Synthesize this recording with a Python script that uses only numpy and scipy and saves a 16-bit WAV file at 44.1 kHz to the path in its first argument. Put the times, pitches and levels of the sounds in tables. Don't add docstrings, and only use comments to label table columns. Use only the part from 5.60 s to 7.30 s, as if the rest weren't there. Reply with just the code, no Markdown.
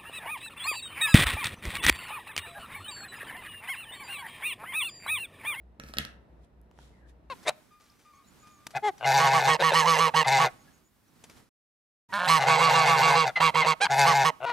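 import sys
import numpy as np
from scipy import signal
from scipy.io import wavfile

SR = 44100
rng = np.random.default_rng(int(sys.argv[2]) if len(sys.argv) > 2 else 0)


def wav_out(sig):
    wavfile.write(sys.argv[1], SR, np.round(np.clip(np.atleast_2d(sig).T, -1, 1) * 32767).astype(np.int16))


def natural_amplitude(level_db):
    exponent = np.asarray(level_db, float) / 20
    return 10 ** exponent


N = 74970


def in_time(rows):
    s, *columns = np.transpose(rows)
    return [np.interp(np.arange(N) / SR, s, column) for column in columns]


def at_hz(points, hz):
    table_hz, values = np.transpose(points)
    return np.interp(np.log(hz), np.log(table_hz), values)


def rms_one(x):
    return x / np.sqrt(np.mean(x ** 2) + 1e-20)


def filtered(x, hz, kind="low"):
    return signal.sosfilt(signal.butter(2, hz, kind, fs=SR, output="sos"), x)


def ring(clicks, hz, t60):
    radius, turn = natural_amplitude(-60 / (t60 * SR)), 2 * np.pi * hz / SR
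    return signal.lfilter([0, np.sin(turn)], [1, -2 * radius * np.cos(turn), radius ** 2], clicks + 1e-18)


def soft_ring(s, db, hz, cycles):
    first = (s * SR).astype(int)[:, None]
    t = np.arange(400) / SR - (s * SR % 1)[:, None] / SR
    hz = hz[:, None]
    swell = np.maximum(t, 0) * hz / cycles
    bursts = -natural_amplitude(db)[:, None] * swell * np.exp(1 - swell) * np.sin(2 * np.pi * hz * t)
    out = np.zeros(N)
    np.add.at(out, first + np.arange(400), bursts)
    return out


def clicks_at(s, heights):
    at, out = np.asarray(s) * SR, np.zeros(N + 1)
    np.add.at(out, at.astype(int), heights * (1 - at % 1))
    np.add.at(out, at.astype(int) + 1, heights * (at % 1))
    return out[:N]


def grains(per_s, spread_db):
    sizes = natural_amplitude(spread_db * np.minimum(rng.exponential(1, N), 5)) * rng.choice([-1, 1], N)
    return sizes * (rng.random(N) < per_s / SR)


def bands(white):
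    edges = 22 * 2 ** np.arange(0, 9.6, .5)
    for k, (low, high) in enumerate(zip(edges, edges[1:])):
        yield np.sqrt(low * high), filtered(white[k % 2], [low, high], "band")


def from_right(x, left_db):
    lag_s = .00025
    late = np.interp(np.arange(N) - lag_s * SR, np.arange(N), x)
    return np.array([natural_amplitude(left_db) * late, x])


def hush():
    # frequency in Hz, level in dB per Hz.
    body = [(25, -25.5), (45, -7), (100, -18), (160, -13.5), (350, -21), (760, -24.5), (980, -32),
            (1700, -37)]
    hiss = [(2400, -44), (4000, -49.5), (5500, -63.5), (9000, -62), (16000, -63)]
    # frequency in Hz, left-right likeness from -1 to 1.
    likeness = [(60, 0.51), (150, .97), (400, .7), (950, 0.069), (3770, 0.36), (15000, -.1)]
    # time in seconds, level change in dB.
    stir = [(0, -1.8), (.5, 3.5), (.65, 2.5), (.8, 2.5), (.92, -1.5), (1.3, 1.9), (1.7, 0.3)]
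    out = 0
    for hz, (mid, side) in bands(rng.standard_normal((2, 2, N))):
        alike = np.clip(at_hz(likeness, hz), -1, 1)
        stereo = np.sqrt(1 + alike) * mid + np.sqrt(1 - alike) * side * [[1], [-1]]
        out = out + natural_amplitude(at_hz([*body, *hiss], hz)) * stereo
    level_db = -60.5
    return natural_amplitude(level_db + in_time(stir)[0]) * rms_one(out)


def motors():
    # frequency in Hz, rms level in dB, starting phase in turns.
    hums = [
        (57.6, -63.5, -.011),
        (61.8, -58.2, -.283),
    ]
    wobble_db = 1.2
    t = np.arange(N) / SR
    out = np.zeros(N)
    for hz, db, turns in hums:
        wobble = np.interp(t, np.linspace(0, N / SR, 14), rng.standard_normal(14))
        out += np.sqrt(2) * natural_amplitude(db + wobble_db * wobble) * np.sin(2 * np.pi * (hz * t + turns))
    return out


def room(x):
    # frequency in Hz, decay time t60 in seconds.
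    decay = [(100, .4), (500, 0.69), (2000, 0.34), (5000, 0.27), (12000, 0.26)]
    # frequency in Hz, echo level in dB.
    colour = [(100, -2.5), (700, 4.2), (950, -3), (1500, 6), (2600, 4.5), (4500, -4), (8000, 5),
              (13000, 0.04)]
    level_db, start_s = -5.5, 0.0018
    t = np.arange(SR // 2) / SR
    tail = 0
    for hz, band in bands(rng.standard_normal((2, 2, len(t)))):
        tail = tail + natural_amplitude(at_hz(colour, hz) - 60 * t / at_hz(decay, hz)) * band
    tail = tail * np.clip(t / start_s - 1, 0, 1)
    tail = tail / np.sqrt(np.sum(tail ** 2) / 2)
    return natural_amplitude(level_db) * signal.fftconvolve(x[None], tail, axes=1)[:, :N]


def table():
    # time in seconds, push level in dB.
    thuds = [(.196, -43), (.238, -45), (0.296, -47.5), (0.336, -56.5), (0.369, -39), (.385, -36.5),
             (.399, -37), (.449, -46.5)]
    # frequency in Hz, level in dB, t60 in seconds.
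    modes = [(76.5, -8.5, 0.22), (147, -7.5, 0.22), (212.5, -1.15, .1), (240.4, -10, 0.22),
             (300, -4.5, .06), (451, -8.5, 0.094), (541.4, -9.5, .11), (666, -13, 0.033)]
    s, db = np.transpose(thuds)
    push = filtered(clicks_at(s, natural_amplitude(db)), 700)
    return sum(natural_amplitude(mode_db) * ring(push, hz, t60) for hz, mode_db, t60 in modes)


def ribbon():
    # time in seconds, rustle level in dB.
    rustle = [(0, -93), (.78, -94.5), (.845, -73), (.88, -95), (1.09, -104), (1.115, -85), (1.15, -78.5),
              (1.22, -62), (1.29, -69.5), (1.33, -75), (1.40, -79), (1.45, -91), (1.495, -65.5),
              (1.54, -90.5), (1.62, -102), (1.65, -84), (1.68, -92.5), (1.7, -78)]
    # frequency in Hz, level in dB per Hz.
    colour = [(710, -26), (1200, 1.5), (1680, -1), (2020, -6.5), (2860, 2), (6370, -7.5), (7570, -2),
              (16000, -25)]
    # time in seconds, pitch in Hz, level in dB.
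    folds = [(1.30, 2150, -110), (1.33, 2080, -73.5), (1.37, 2000, -73), (1.4, 1945, -71),
             (1.45, 1654, -67), (1.51, 1792, -72.5), (1.55, 1700, -110)]
    # time in seconds, peak level in dB, frequency in Hz, length in cycles.
    nails = [(.848, -57.5, 8510, 3.2), (1.015, -50.5, 11570, 5.1), (1.113, -55.5, 3000, 3.2),
             (1.114, -47.5, 910, 1.7), (1.177, -48, 1517, 0.92), (1.189, -44.5, 910, 4.4),
             (1.189, -41, 1444, 1.7), (1.189, -54.5, 5600, 15), (1.189, -51.5, 3000, 3.0),
             (1.113, -50.5, 5480, 1.1), (1.114, -55, 12040, 1.8)]

    grit = np.array([[grains(per_s=3900, spread_db=3) for _ in range(2)] for _ in range(2)])
    cloth = rms_one(sum(natural_amplitude(at_hz(colour, hz)) * band for hz, band in bands(grit) if hz > 1000))

    hz, hollow_db = in_time(folds)
    slow = filtered(rng.standard_normal((2, 2, N)), 110)
    turn = 2 * np.pi * np.cumsum(hz) / SR
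    tone = slow[0] * np.cos(turn) + slow[1] * np.sin(turn)
    overtone_on = np.arange(N) < 1.39 * SR
    overtone = natural_amplitude(-13) * overtone_on * slow[0, ::-1] * np.cos(2.42 * turn)
    hollow = natural_amplitude(hollow_db) * rms_one(tone + overtone)

    ticks = sum(ring(clicks_at([s], -natural_amplitude(db)), f, 3.45 * cycles / f) for s, db, f, cycles in nails)
    return natural_amplitude(in_time(rustle)[0]) * cloth + hollow, ticks


def scissors():
    # time in seconds, peak in dB, crack pitch in Hz, handle knock in dB, blade ping in dB.
    contacts = [
        (0.1985, -30, 5740, -4, -7),
        (.2368, -42, 4000, 1.0, -4.5),
        (0.2638, -47.5, 3870, -8, -11),
        (.2885, -49, 3860, -9.5, -9.5),
        (0.3377, -29, 4243, -6.5, -7),
        (.3699, -28, 3880, -4, -14.5),
        (0.3737, -34.5, 3000, -6.5, -7.5),
        (0.3846, -8.5, 3380, -17, -7),
        (.3965, -33.5, 2452, -6.5, -8),
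        (0.4504, -25, 3390, -9.5, -11),
    ]
    # frequency in Hz, level in dB, t60 in seconds.
    handles = [(637, -8, 0.02), (1311, -0.5, 0.017), (1700, -0.5, .010), (2150, -0.5, .009),
               (2656, -0.36, 0.0065), (4170, -2, .006), (5620, -1, .007)]
    # frequency in Hz, level in dB, t60 in seconds.
    blades = [(7500, -15, .005), (8800, -14, .004), (10700, -2, .004), (11900, -1, .0035),
              (14300, -10, .003)]
    # time in seconds, level in dB.
    sliding = [(.2, -97), (.24, -64.5), (.265, -64.5), (.29, -57.5), (.325, -71), (.345, -60.5), (.37, -91)]
    blade_delay_s, spread_db = .0003, 2.5
    grit_db, grit_s = -12.5, 0.0021

    s, db, crack_hz, knock_db, ping_db = np.transpose(contacts)
    luck = rng.standard_normal((len(s), 12))
    slide = natural_amplitude(in_time(sliding)[0])
    grit = slide * rms_one(grains(per_s=2000, spread_db=4.0))

    def strike(modes, at_s, strength_db, first):
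        out = np.zeros(N)
        for k, (hz, mode_db, t60) in enumerate(modes):
            hits = clicks_at(at_s, natural_amplitude(strength_db + mode_db + spread_db * luck[:, first + k]))
            out += (-1) ** k * ring(hits + 0.18 * natural_amplitude(mode_db) * grit, hz, t60)
        return out

    crack = filtered(soft_ring(s, db, crack_hz, cycles=.44), 1300, "high")
    hits = clicks_at(s + blade_delay_s, natural_amplitude(db + grit_db))
    dying = signal.lfilter([1], [1, -np.exp(-1 / (grit_s * SR))], hits)
    rattle = filtered((dying + slide) * rng.standard_normal(N), [1300, 9000], "band")
    knock = filtered(strike(handles, s, db + knock_db, first=0), 350, "high")
    ping = filtered(strike(blades, s + blade_delay_s, db + ping_db, first=7), 6000, "high")
    hiss = natural_amplitude(-5.5) * slide * signal.lfilter([1, -.1], [1], rng.standard_normal((2, N)))
    return from_right(crack + rattle + knock, left_db=-3.5) + from_right(ping, left_db=-13.5) + hiss


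def scene():
    steel, thud, (cloth, ticks) = scissors(), table(), ribbon()
    echo = room(steel[0] + 0.5 * ticks + 0.39 * thud)
    return hush() + motors() + echo + thud + cloth + ticks + steel


def top_cut(x):
    return signal.sosfilt(signal.butter(12, 16460, fs=SR, output="sos"), x)


def record(dry):
    mix = filtered(dry, 38.4, "high")
    mix = signal.sosfilt(signal.cheby2(10, 50, 16600, fs=SR, output="sos"), mix)
    return top_cut(mix)


dry = scene()
out = record(dry)
wav_out(out)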